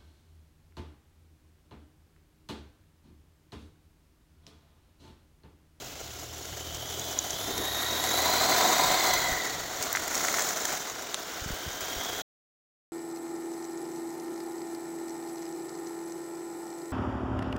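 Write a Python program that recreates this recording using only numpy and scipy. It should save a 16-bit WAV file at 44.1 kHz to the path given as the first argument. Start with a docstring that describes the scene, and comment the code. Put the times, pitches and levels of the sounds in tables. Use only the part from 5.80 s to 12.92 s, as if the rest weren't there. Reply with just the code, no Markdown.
"""A small electric model truck races along a gravel park path, 4 m from the microphone at its closest.
It comes in off the verge some 33 m away, passes, skids, turns 20 m out on the far side and heads back.
Bumps drum on its plastic shell, its gear teeth whine and a ballooning tyre hums on the run-up.
The wheels crunch grit and fling stones that knock, ping and snap.
One fixed microphone in the open air, with a little wind bumping its diaphragm."""
import sys
import numpy as np
from scipy import signal
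from scipy.fft import rfft, irfft, next_fast_len
from scipy.io import wavfile
from scipy.ndimage import uniform_filter1d

SR = 44100
rng = np.random.default_rng(int(sys.argv[2]) if len(sys.argv) > 2 else 0)


def wrap_up_sound(samples):
    """Save the sound to the file named by the first command line argument, as 16-bit audio."""
    columns = np.atleast_2d(samples).T
    # keep every value between -1 and 1, then stretch to whole-number steps
    tamed = np.clip(columns, -1, 1)
    steps = np.round(tamed * 32767).astype(np.int16)
    wavfile.write(sys.argv[1], SR, steps)


N = 313992

# the truck's place on the path, out and back: time_s, past_microphone_m
PATH = [(0, -33), (.5, -34), (1.5, -16), (2.1, -8.5), (2.5, -3.5), (3.35, 4), (3.85, 14), (4.6, 17),
        (5.4, 20), (6.4, 15)]
# load on the motor, against full throttle: time_s, load_db
MOTOR_LOAD = [(0, -8), (.55, -10), (.95, -0.5), (1.45, -5), (1.9, 1.5), (2.6, -1), (3, -5), (3.3, 0),
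              (4.2, -17), (5.2, -16), (5.65, -8), (6.3, -1.5)]
# the tyres lose grip and slide: start_s, length_s, boost_db
SKIDS = [(1.12, 0.082, 1.5), (4.0, 0.37, 4), (4.35, 0.34, 10), (4.68, 0.26, 7), (6.03, 0.08, 2)]
# the chassis drops into ruts: start_s, boost_db
JOLTS = [(1.17, 4.5), (1.69, 7), (1.79, 9.5), (2.11, 5.5), (2.3, 2.5), (2.69, 5.5), (2.84, 4.5), (3.09, 1),
         (4.02, 2), (4.36, 2), (6.15, 2.5)]
# each layer's balance at the microphone:
# closest_db, distance_share, skid_share, jolt_share, load_share, verge_boost_db
THRUM_LEVEL = (-37.5, 0.7746, 0.45, 1.1, 0, .5)
SHELL_LEVEL = (-29, 1.35, 0.7, 0.3, 0, 2)
GEAR_LEVEL = (-28, 0.94, .5, 0, .1, 0.84)
SCRUB_LEVEL = (-31, 1.0041, 0.68, -0.02, 0, -2.5)
CRUNCH_LEVEL = (-31.5, 0.9257, 1.02, -0.04, 0, 1.5)
GRIT_LEVEL = (-36.5, 0.88, 1.1, 0.14, 0.3, 0)

# resonances of the plastic shell and of its side panels: pitch_hz, width_hz, gain_db
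SHELL_MODES = [(694, 170, 0)]
PANEL_MODES = [(637, 66, -1), (740, 40.4, 1.5), (991, 80, 1)]
# hard landings boom in the shell: start_s, relative_db
LANDINGS = [(2.49, -16), (2.687, -17), (2.84, -14), (2.855, -15.5), (2.995, -11), (3.103, -15),
            (3.448, -18.5)]
# the gear mesh: time_s, pitch_hz
MESH_PITCH = [(0, 2800), (1, 3180), (1.25, 3400), (1.5, 3280), (1.7, 3670), (2.3, 3850), (2.6, 4090),
              (3.3, 4130), (3.75, 3850), (4.4, 3800), (5.5, 3020), (6.4, 3346)]
# a second, lower gear whine: time_s, pitch_hz, relative_db
LOW_WHINE = [(0, 2950, -20), (1.4, 3036, -7.5), (2.65, 3460, -16), (2.86, 3760, -4), (3.12, 3720, -8),
             (3.27, 3420, -7), (3.6, 3220, -14), (5.4, 3080, -24), (6.2, 3150, -12)]
# the tone an octave under the mesh, and the motor's sizzle: time_s, relative_db
SUBOCTAVE_LEVEL = [(1.3, -35), (1.9, -5), (2.8, -14), (3.3, -3), (3.6, 2), (3.9, -10.5), (5.2, -15),
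                   (5.75, -6.5), (6.4, -11.5)]
SIZZLE_LEVEL = [(0, -17), (.9, -12), (1.35, -13), (1.65, -8.5), (2.35, -9), (2.9, -26), (6.4, -22)]
# tones from uneven teeth: shaft_rate_multiple, gain_db
SHAFT_ORDERS = [(9, -11.5), (10, -11), (11, -5.5), (13, -4.5), (14, -3.5), (15, -17), (17, -7.5), (18, -9),
                (19, -11), (21, -3), (23, -5.5)]
# a driven wheel on the run-up: time_s, turns_per_s, level_db
WHEEL = [(0, 32, -60), (.42, 39.4, -50.5), (.8, 39, -52.5), (1.2, 42, -49.5), (1.55, 33, -58),
         (1.8, 36, -52), (2.45, 39.6, -49.5), (2.8, 42, -52), (3, 41, -79)]
# its hum: turn_rate_multiple, gain_db
WHEEL_ORDERS = [(1, -19), (2, 0), (3, -4), (4, -11.5)]

# the loudest hits of stones, and of the chassis on the ground:
# start_s, peak_db, knock_db, ring_db, splinter_db
STONE_HITS = [(.946,-25,-22,0,-22), (1.195,-21,-18,0,-24), (1.505,-19,-20,0,-20), (1.778,-18.5,-6,0,-3),
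              (2.239,-19,-3,0,-6), (3.336,-14,-8,0,-9), (4.025,-18,-12,0,-7), (4.1275,-13,-10,-4,0),
              (4.1503,-13.5,0,-20,-34), (4.1585,-16,-4,0,-16), (4.170,-16.5,0,-16,-30), (4.278,-19,-6,0,-4),
              (4.352,-16,-10,0,-13), (4.447,-16,0,-12,-26), (4.483,-17,0,-6,-22), (4.541,-16,0,-6,-22),
              (4.584,-16,0,-8,-22), (4.8525,-15,-8,0,-14), (5.098,-24.5,-4,0,-12), (6.0068,-20.5,-6,0,-3)]
# a ringing pebble: pitch_hz, gain_db, t60_s
PING_MODES = [(5950, -1, .015), (6820, 0, .015), (6400, -3, .005), (3660, -17, .012)]
# gusts at the microphone: middle_s, half_length_s, level_db
GUSTS = [(.5, 1, -57.5), (1.75, 0.2, -50), (3.047, .09, -50), (3.43, .18, -45.5), (3.78, .08, -52),
         (4.2, .3, -58.5), (6.098, 0.3, -58)]
# single eddies on the diaphragm: middle_s, peak_db, middle_to_peak_s
BUFFETS = [(3.525, -32.5, 0.003), (5.624, -34.5, 0.0028), (5.663, -29.5, 0.0014), (5.676, -37, 0.0034),
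           (5.707, -29, 0.0012), (5.73, -32, 0.004), (5.867, -35, 0.0015), (5.88, -34, 0.0022),
           (6.173, -39, 0.0036)]

# spectra of the noises: frequency_hz, gain_db
THRUM_COLOUR = [(40, -34.5), (110, -12.5), (200, -6), (300, -0.5), (420, 1), (560, -3), (850, -25.5),
                (1200, -31), (2500, -35.5)]  # shaken chassis
RASP_COLOUR = [(1800, -38), (2650, -18), (3050, -10), (3800, -4), (4400, -8), (5000, -11), (6000, -25.5),
               (9000, -52.5)]  # gear teeth
SIZZLE_COLOUR = [(9000, -33.5), (10300, -11), (10850, -4), (11200, -1.5), (11650, 2.5), (12000, -10.5),
                 (12600, -19), (14000, -43)]  # motor
SCRUB_COLOUR = [(400, -18), (800, -4.5), (1000, -0.5), (1180, -0.5), (1420, 2.5), (1750, -2.5),
                (2100, -0.5), (2400, -6), (2700, -10.5), (3300, -17.5), (5000, -33), (9000, -52.5)]  # tyres on the path
CRUNCH_COLOUR = [(1500, -31), (2700, -15), (3600, -11), (4500, -9), (5100, -5.5), (5900, 0.5), (6900, 2),
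                 (7600, -4), (8400, -10), (9300, -14.5), (10500, -14.5), (13000, -18), (16000, -34.5)]  # grinding pebbles
GRIT_COLOUR = [(5000, -32.5), (8000, -8.5), (9300, -17.5), (10300, -10.5), (11500, -20), (13200, -9),
               (14400, -3), (15400, -2.5), (16000, -1), (17500, -42.5)]  # fine thrown grit
KNOCK_COLOUR = [(300, -24), (700, -10), (1100, -9), (1350, 0), (1700, -4), (2100, 0), (2600, -16),
                (4000, -18), (9000, -45)]  # a stone on the shell
SNAP_COLOUR = [(300, -28.5), (1100, 2), (2200, -14.5), (3800, -3.5), (5100, -13.5), (6900, -8),
               (9000, -13.5), (12000, -21), (16000, -27.5)]  # a stone's dry snap
WIND_COLOUR = [(10, -17), (35, -3.5), (80, 0), (150, -2.5), (300, -26), (800, -63)]  # rumble on the microphone

PASS_M = 4.09  # from the microphone to the path
VERGE_UNTIL_S, VERGE_EXIT_S = 1.54, 0.25  # the truck rolls off the lumpy, stony verge onto the packed path
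PANEL_DB, PANEL_BEAM = 11, 1.32  # side panels against the shell when side on; how narrowly they radiate
MESH_NOSE_DB, MESH_TAIL_DB, MESH_LOAD_SHARE = -1, -1.5, 1.15  # mesh tone nose on, tail on, and with load
PING_S, PING_PEAK_DB = 1.3888, -8.5
SNAP_S, SNAP_PEAK_DB = 5.3438, -14


def chassis(thrum_db, shell_db, panel_db, bumps):
    """Blows from the ground shake the truck's chassis and drum on its plastic shell."""
    force = unit(amp(1.64 * bumps))

    def blows():
        """Each panel takes its own small blows, harder at every bump."""
        return force * patter(per_s=840, spread_db=2, bed_db=1)

    thrum = amp(thrum_db) * tint(blows(), THRUM_COLOUR)
    panels = unit(sum(amp(db) * ring(blows(), hz, width) for hz, width, db in PANEL_MODES))
    body = unit(sum(amp(db) * ring(blows(), hz, width) for hz, width, db in SHELL_MODES))
    shell = amp(shell_db) * (body + amp(panel_db) * panels) / np.hypot(1, amp(panel_db))
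    t = np.arange(2048) / SR
    boom = sum(amp(db) * t * np.exp(-np.pi * 2.5 * width * t) * np.sin(2 * np.pi * hz * t)
               for hz, width, db in PANEL_MODES)
    for start_s, relative_db in LANDINGS:
        add(shell, start_s, at_peak(boom, relative_db - 5.5))
    return thrum + shell


def gears(level_db, load_db, tail_on, bumps, teeth=12):
    """The mesh whines under load; wheel slip smears its pitch and uneven teeth add tones around it."""
    mesh_hz, = curves(MESH_PITCH)
    low_hz, low_db = curves(LOW_WHINE)
    suboctave_db, = curves(SUBOCTAVE_LEVEL)
    sizzle_db, = curves(SIZZLE_LEVEL)
    mesh_db = MESH_NOSE_DB + (MESH_TAIL_DB - MESH_NOSE_DB) * tail_on + MESH_LOAD_SHARE * load_db
    slip = 1 + 0.00825 * wander(hz=30.66) + 0.01109 * wander(hz=262)
    mesh_phase = 2 * np.pi * np.cumsum(mesh_hz * slip) / SR
    low_phase = 2 * np.pi * np.cumsum(low_hz * slip) / SR
    whine = amp(mesh_db) * fluttering_tone(mesh_phase, width_hz=94)
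    whine += amp(suboctave_db) * fluttering_tone(mesh_phase / 2, width_hz=76)
    whine += amp(low_db) * fluttering_tone(low_phase, width_hz=47)
    sizzle = amp(sizzle_db + 2 * wander(hz=9)) * tint(rng.standard_normal(N), SIZZLE_COLOUR)
    shaft_tones = unit(sum(amp(db) * fluttering_tone(order / teeth * mesh_phase, width_hz=50)
                           for order, db in SHAFT_ORDERS))
    rasp = tint(patter(per_s=3000, spread_db=6, bed_db=3), RASP_COLOUR)
    shake = unit(amp(0.49 * bumps))
    return amp(level_db) * shake * (amp(-2) * (whine + sizzle) + amp(-6.5) * shaft_tones + amp(-7.5) * rasp)


def tyre():
    """A tyre swollen out of round pushes the air a few times a turn."""
    turns_per_s, level_db = curves(WHEEL)
    phase = 2 * np.pi * np.cumsum(turns_per_s * (1 + 0.014 * wander(hz=12))) / SR
    return sum(amp(level_db + db + 2.1 * wander(hz=8)) * unit(np.sin(order * phase))
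               for order, db in WHEEL_ORDERS)


def gravel(scrub_db, crunch_db, grit_db, bumps):
    """Tyres scrub the path, grind pebbles together and throw fine grit, in clumps at each bump."""
    grip = unit(amp(1.3 * bumps + 1.1 * wander(hz=90)))
    scrub = amp(scrub_db) * tint(grip * patter(per_s=1300, spread_db=2, bed_db=4.5), SCRUB_COLOUR)
    pebbles = grip * patter(per_s=1500, spread_db=3, bed_db=6.5)
    grinding = amp(-0.3) * tint(pebbles, CRUNCH_COLOUR)
    clinks = tint(pebble_clinks(grip, per_s=300, spread_db=3.2, t60_s=.026), CRUNCH_COLOUR)
    crunch = amp(crunch_db - 1.03) * (grinding + clinks / 2)
    grains = grip * patter(per_s=1300, spread_db=3.8, bed_db=1.5)
    grit = amp(grit_db + 1.8) * tint(pebbles / 2 + grains, GRIT_COLOUR)
    return scrub + crunch + grit


def pebble_clinks(grip, per_s, spread_db, t60_s, sizes=28):
    """Pebbles of many sizes clink, each at its own pitch."""
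    strength = grip * amp(spread_db * np.minimum(rng.exponential(1, N), 4))
    strikes = strength * (rng.random(N) < per_s / SR)
    struck_size = rng.integers(0, sizes, N)
    pitches_hz = np.geomspace(4400, 8200, sizes) * rng.uniform(.99, 1.01, sizes)
    decay = amp(-60 / (t60_s * SR))
    out = np.zeros(N)
    for size, hz in enumerate(pitches_hz):
        resonator = [1, -2 * decay * np.cos(2 * np.pi * hz / SR), decay ** 2]
        out += signal.lfilter([1, -1], resonator, strikes * (struck_size == size))
    return unit(out)


def stones(stray_hits, contact_s=.0008):
    """Flung stones knock the shell, ring and splinter; one pings and one snaps."""
    out, t = np.zeros(N), np.arange(2048) / SR
    knock, clink, splinter = response(KNOCK_COLOUR), response(CRUNCH_COLOUR), response(GRIT_COLOUR)
    contact = np.minimum(t / contact_s, 1)

    def burst(impulse_response, t60_s):
        """A short scrape of grains in one colour."""
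        scrape = rng.standard_normal(len(t)) * contact * amp(-60 * t / t60_s)
        return unit(signal.fftconvolve(scrape, impulse_response)[:len(t)])

    for start_s, peak_db, knock_db, ring_db, splinter_db in STONE_HITS + stray_hits:
        hit = amp(knock_db) * burst(knock, t60_s=.02) + amp(ring_db) * burst(clink, t60_s=.028)
        hit += amp(splinter_db) * burst(splinter, t60_s=.013)
        add(out, start_s, at_peak(hit, peak_db))
    ping = contact ** 2 * sum(amp(db - 60 * t / t60_s) * np.cos(2 * np.pi * hz * (t - contact_s))
                              for hz, db, t60_s in PING_MODES)
    add(out, PING_S, at_peak(ping, PING_PEAK_DB))
    # the snap's treble arrives first, its lower notes a millisecond later
    sweep = signal.chirp(t, f0=12000, t1=.001, f1=1500) * (t < .0011)
    add(out, SNAP_S, at_peak(tint(sweep, SNAP_COLOUR), SNAP_PEAK_DB))
    return out


def stray_stones(crunch_db, skid_db, over_crunch_db=12.5, ring_db=0.5, splinter_db=-20):
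    """Lesser stones fly up at random, more often in a skid; gives rows like STONE_HITS."""
    per_s = 5 + 2 * skid_db
    starts = np.flatnonzero(rng.random(N) < per_s / SR)
    knock_db = rng.normal(-3, 7, N)
    return [(i / SR, crunch_db[i] + over_crunch_db, knock_db[i], ring_db, splinter_db) for i in starts]


def wind(calm_db=-62):
    """Lumpy low rumble on the microphone, and single eddies that push and pull the diaphragm."""
    t = np.arange(N) / SR
    gusts = sum(amp(db) * np.exp(-((t - middle_s) / half_s) ** 2) for middle_s, half_s, db in GUSTS)
    rumble = unit(tint(rng.standard_normal(N), WIND_COLOUR) * amp(2.5 * wander(hz=14)))
    out = (amp(calm_db) + gusts) * rumble
    for middle_s, peak_db, to_peak_s in BUFFETS:
        offset = np.arange(-4, 4, 1 / (to_peak_s * SR))
        eddy = offset * np.exp((1 - offset ** 2) / 2)
        add(out, middle_s - len(eddy) / (2 * SR), amp(peak_db) * eddy)
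    return out


def perspective():
    """The truck from the microphone: dB against its closest point, and how far it is tail on (0-1)."""
    along_m, = curves(PATH)
    distance_m = np.hypot(along_m, PASS_M)
    heading = uniform_filter1d(np.sign(np.gradient(along_m) + 1e-12), size=SR // 2)
    tail_on = (1 + heading * along_m / distance_m) / 2
    return 20 * np.log10(PASS_M / distance_m), tail_on


def path_bumps(hop_hz, drift_hz, hop_share):
    """Uneven ground, plus the wheels hopping on their springs."""
    hop = fluttering_tone(2 * np.pi * hop_hz * np.arange(N) / SR, drift_hz)
    return unit(wander(hz=43.7) + hop_share * hop)


def patter(per_s, spread_db, bed_db):
    """Impacts of very unequal size over a bed of countless tiny ones."""
    starts = np.flatnonzero(rng.random(N) < per_s / SR)
    size = np.minimum(rng.standard_exponential(N)[starts], 4.5)
    sign = np.sign(rng.random(N)[starts] - .5)
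    hits = np.zeros(N)
    hits[starts] = sign * amp(spread_db * size)
    return unit(unit(hits) + amp(bed_db) * rng.standard_normal(N))


def fluttering_tone(phase, width_hz):
    """One tone, fluttering in strength and phase."""
    return wander(width_hz) * np.sin(phase) + wander(width_hz) * np.cos(phase)


def wander(hz, step=16):
    """Smooth random drift of rms 1, moving at rates up to about hz."""
    count = next_fast_len(N // step + 2)
    rates_hz = np.fft.rfftfreq(count, step / SR)
    slow = irfft(rfft(rng.standard_normal(count)) / np.sqrt(1 + (rates_hz / hz) ** 4), count)
    return np.interp(np.arange(N), step * np.arange(count), unit(slow))


def swells(rows, attack_s, release_s):
    """Each row rises to its height by start_s, holds and dies away; the highest counts."""
    t = np.arange(N) / SR
    return np.max([height * np.clip((t - start_s) / attack_s + 1, 0, 1)
                   * np.exp(-np.maximum(t - start_s - length_s, 0) / release_s)
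                   for start_s, length_s, height in rows], axis=0)


def ring(x, hz, width_hz):
    """Drives a steep resonance, at rms 1."""
    b, a = signal.iirpeak(hz, hz / (width_hz * np.pi / 2), SR)
    return unit(signal.lfilter(b, a, signal.lfilter(b, a, x)))


def response(colour, size=2048):
    """The causal impulse response of a spectrum."""
    hz, db = np.transpose(colour)
    bins_hz = abs(np.fft.fftfreq(size, 1 / SR)) + 1
    log_gain = np.log(amp(np.interp(np.log(bins_hz), np.log(hz), db)))
    return np.fft.ifft(np.exp(np.conj(signal.hilbert(log_gain)))).real


def tint(x, colour):
    """Gives a sound a spectrum, at rms 1."""
    return unit(signal.oaconvolve(x, response(colour))[:len(x)])


def curves(rows):
    """The columns of a time table, one value a sample."""
    times_s, *columns = np.transpose(rows)
    return [np.interp(np.arange(N) / SR, times_s, column) for column in columns]


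def add(mix, start_s, sound):
    """Lays a sound into the mix at a time."""
    part = mix[max(round(start_s * SR), 0):][:len(sound)]
    part += sound[:len(part)]


def amp(db):
    """Decibels to gain."""
    return 10 ** (np.asarray(db) / 20)


def unit(x):
    """Scales to rms 1."""
    return x / np.sqrt(np.mean(x ** 2) + 1e-20)


def at_peak(x, peak_db):
    """Scales to a peak level."""
    return amp(peak_db) * x / abs(x).max()


def scene():
    """From beside the path: distance, ground and driving set the levels of chassis, gears and gravel."""
    near_db, tail_on = perspective()
    load_db, = curves(MOTOR_LOAD)
    skid_db = swells(SKIDS, attack_s=.062, release_s=.13)
    jolt_db = swells([(start_s, .026, db) for start_s, db in JOLTS], attack_s=.025, release_s=.038)
    on_verge = np.clip(1 - (np.arange(N) / SR - VERGE_UNTIL_S) / VERGE_EXIT_S, 0, 1)
    layers = THRUM_LEVEL, SHELL_LEVEL, GEAR_LEVEL, SCRUB_LEVEL, CRUNCH_LEVEL, GRIT_LEVEL
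    thrum_db, shell_db, gear_db, scrub_db, crunch_db, grit_db = (
        closest_db + near * near_db + skid * skid_db + jolt * jolt_db + load * load_db + verge_db * on_verge
        for closest_db, near, skid, jolt, load, verge_db in layers)
    bumps = path_bumps(hop_hz=27, drift_hz=1.4, hop_share=0.41)
    truck = chassis(thrum_db, shell_db, PANEL_DB + PANEL_BEAM * near_db, bumps)
    truck += gears(gear_db, load_db, tail_on, bumps) + tyre()
    ground = gravel(scrub_db, crunch_db, grit_db, bumps)
    return (truck + ground + wind() + stones(stray_stones(crunch_db, skid_db)))[None]


def record(dry, stop_s=6.416, fade_s=.005, top_hz=15950):
    """The sound stops short, and the top of the treble is cut steeply."""
    running = np.clip((stop_s - np.arange(N) / SR) / fade_s + 1, 0, 1)
    lowpass = signal.firwin(511, top_hz, window=("kaiser", 8), fs=SR)
    return signal.oaconvolve(dry * running, lowpass[None], "same")


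dry = scene()
out = record(dry)
wrap_up_sound(out)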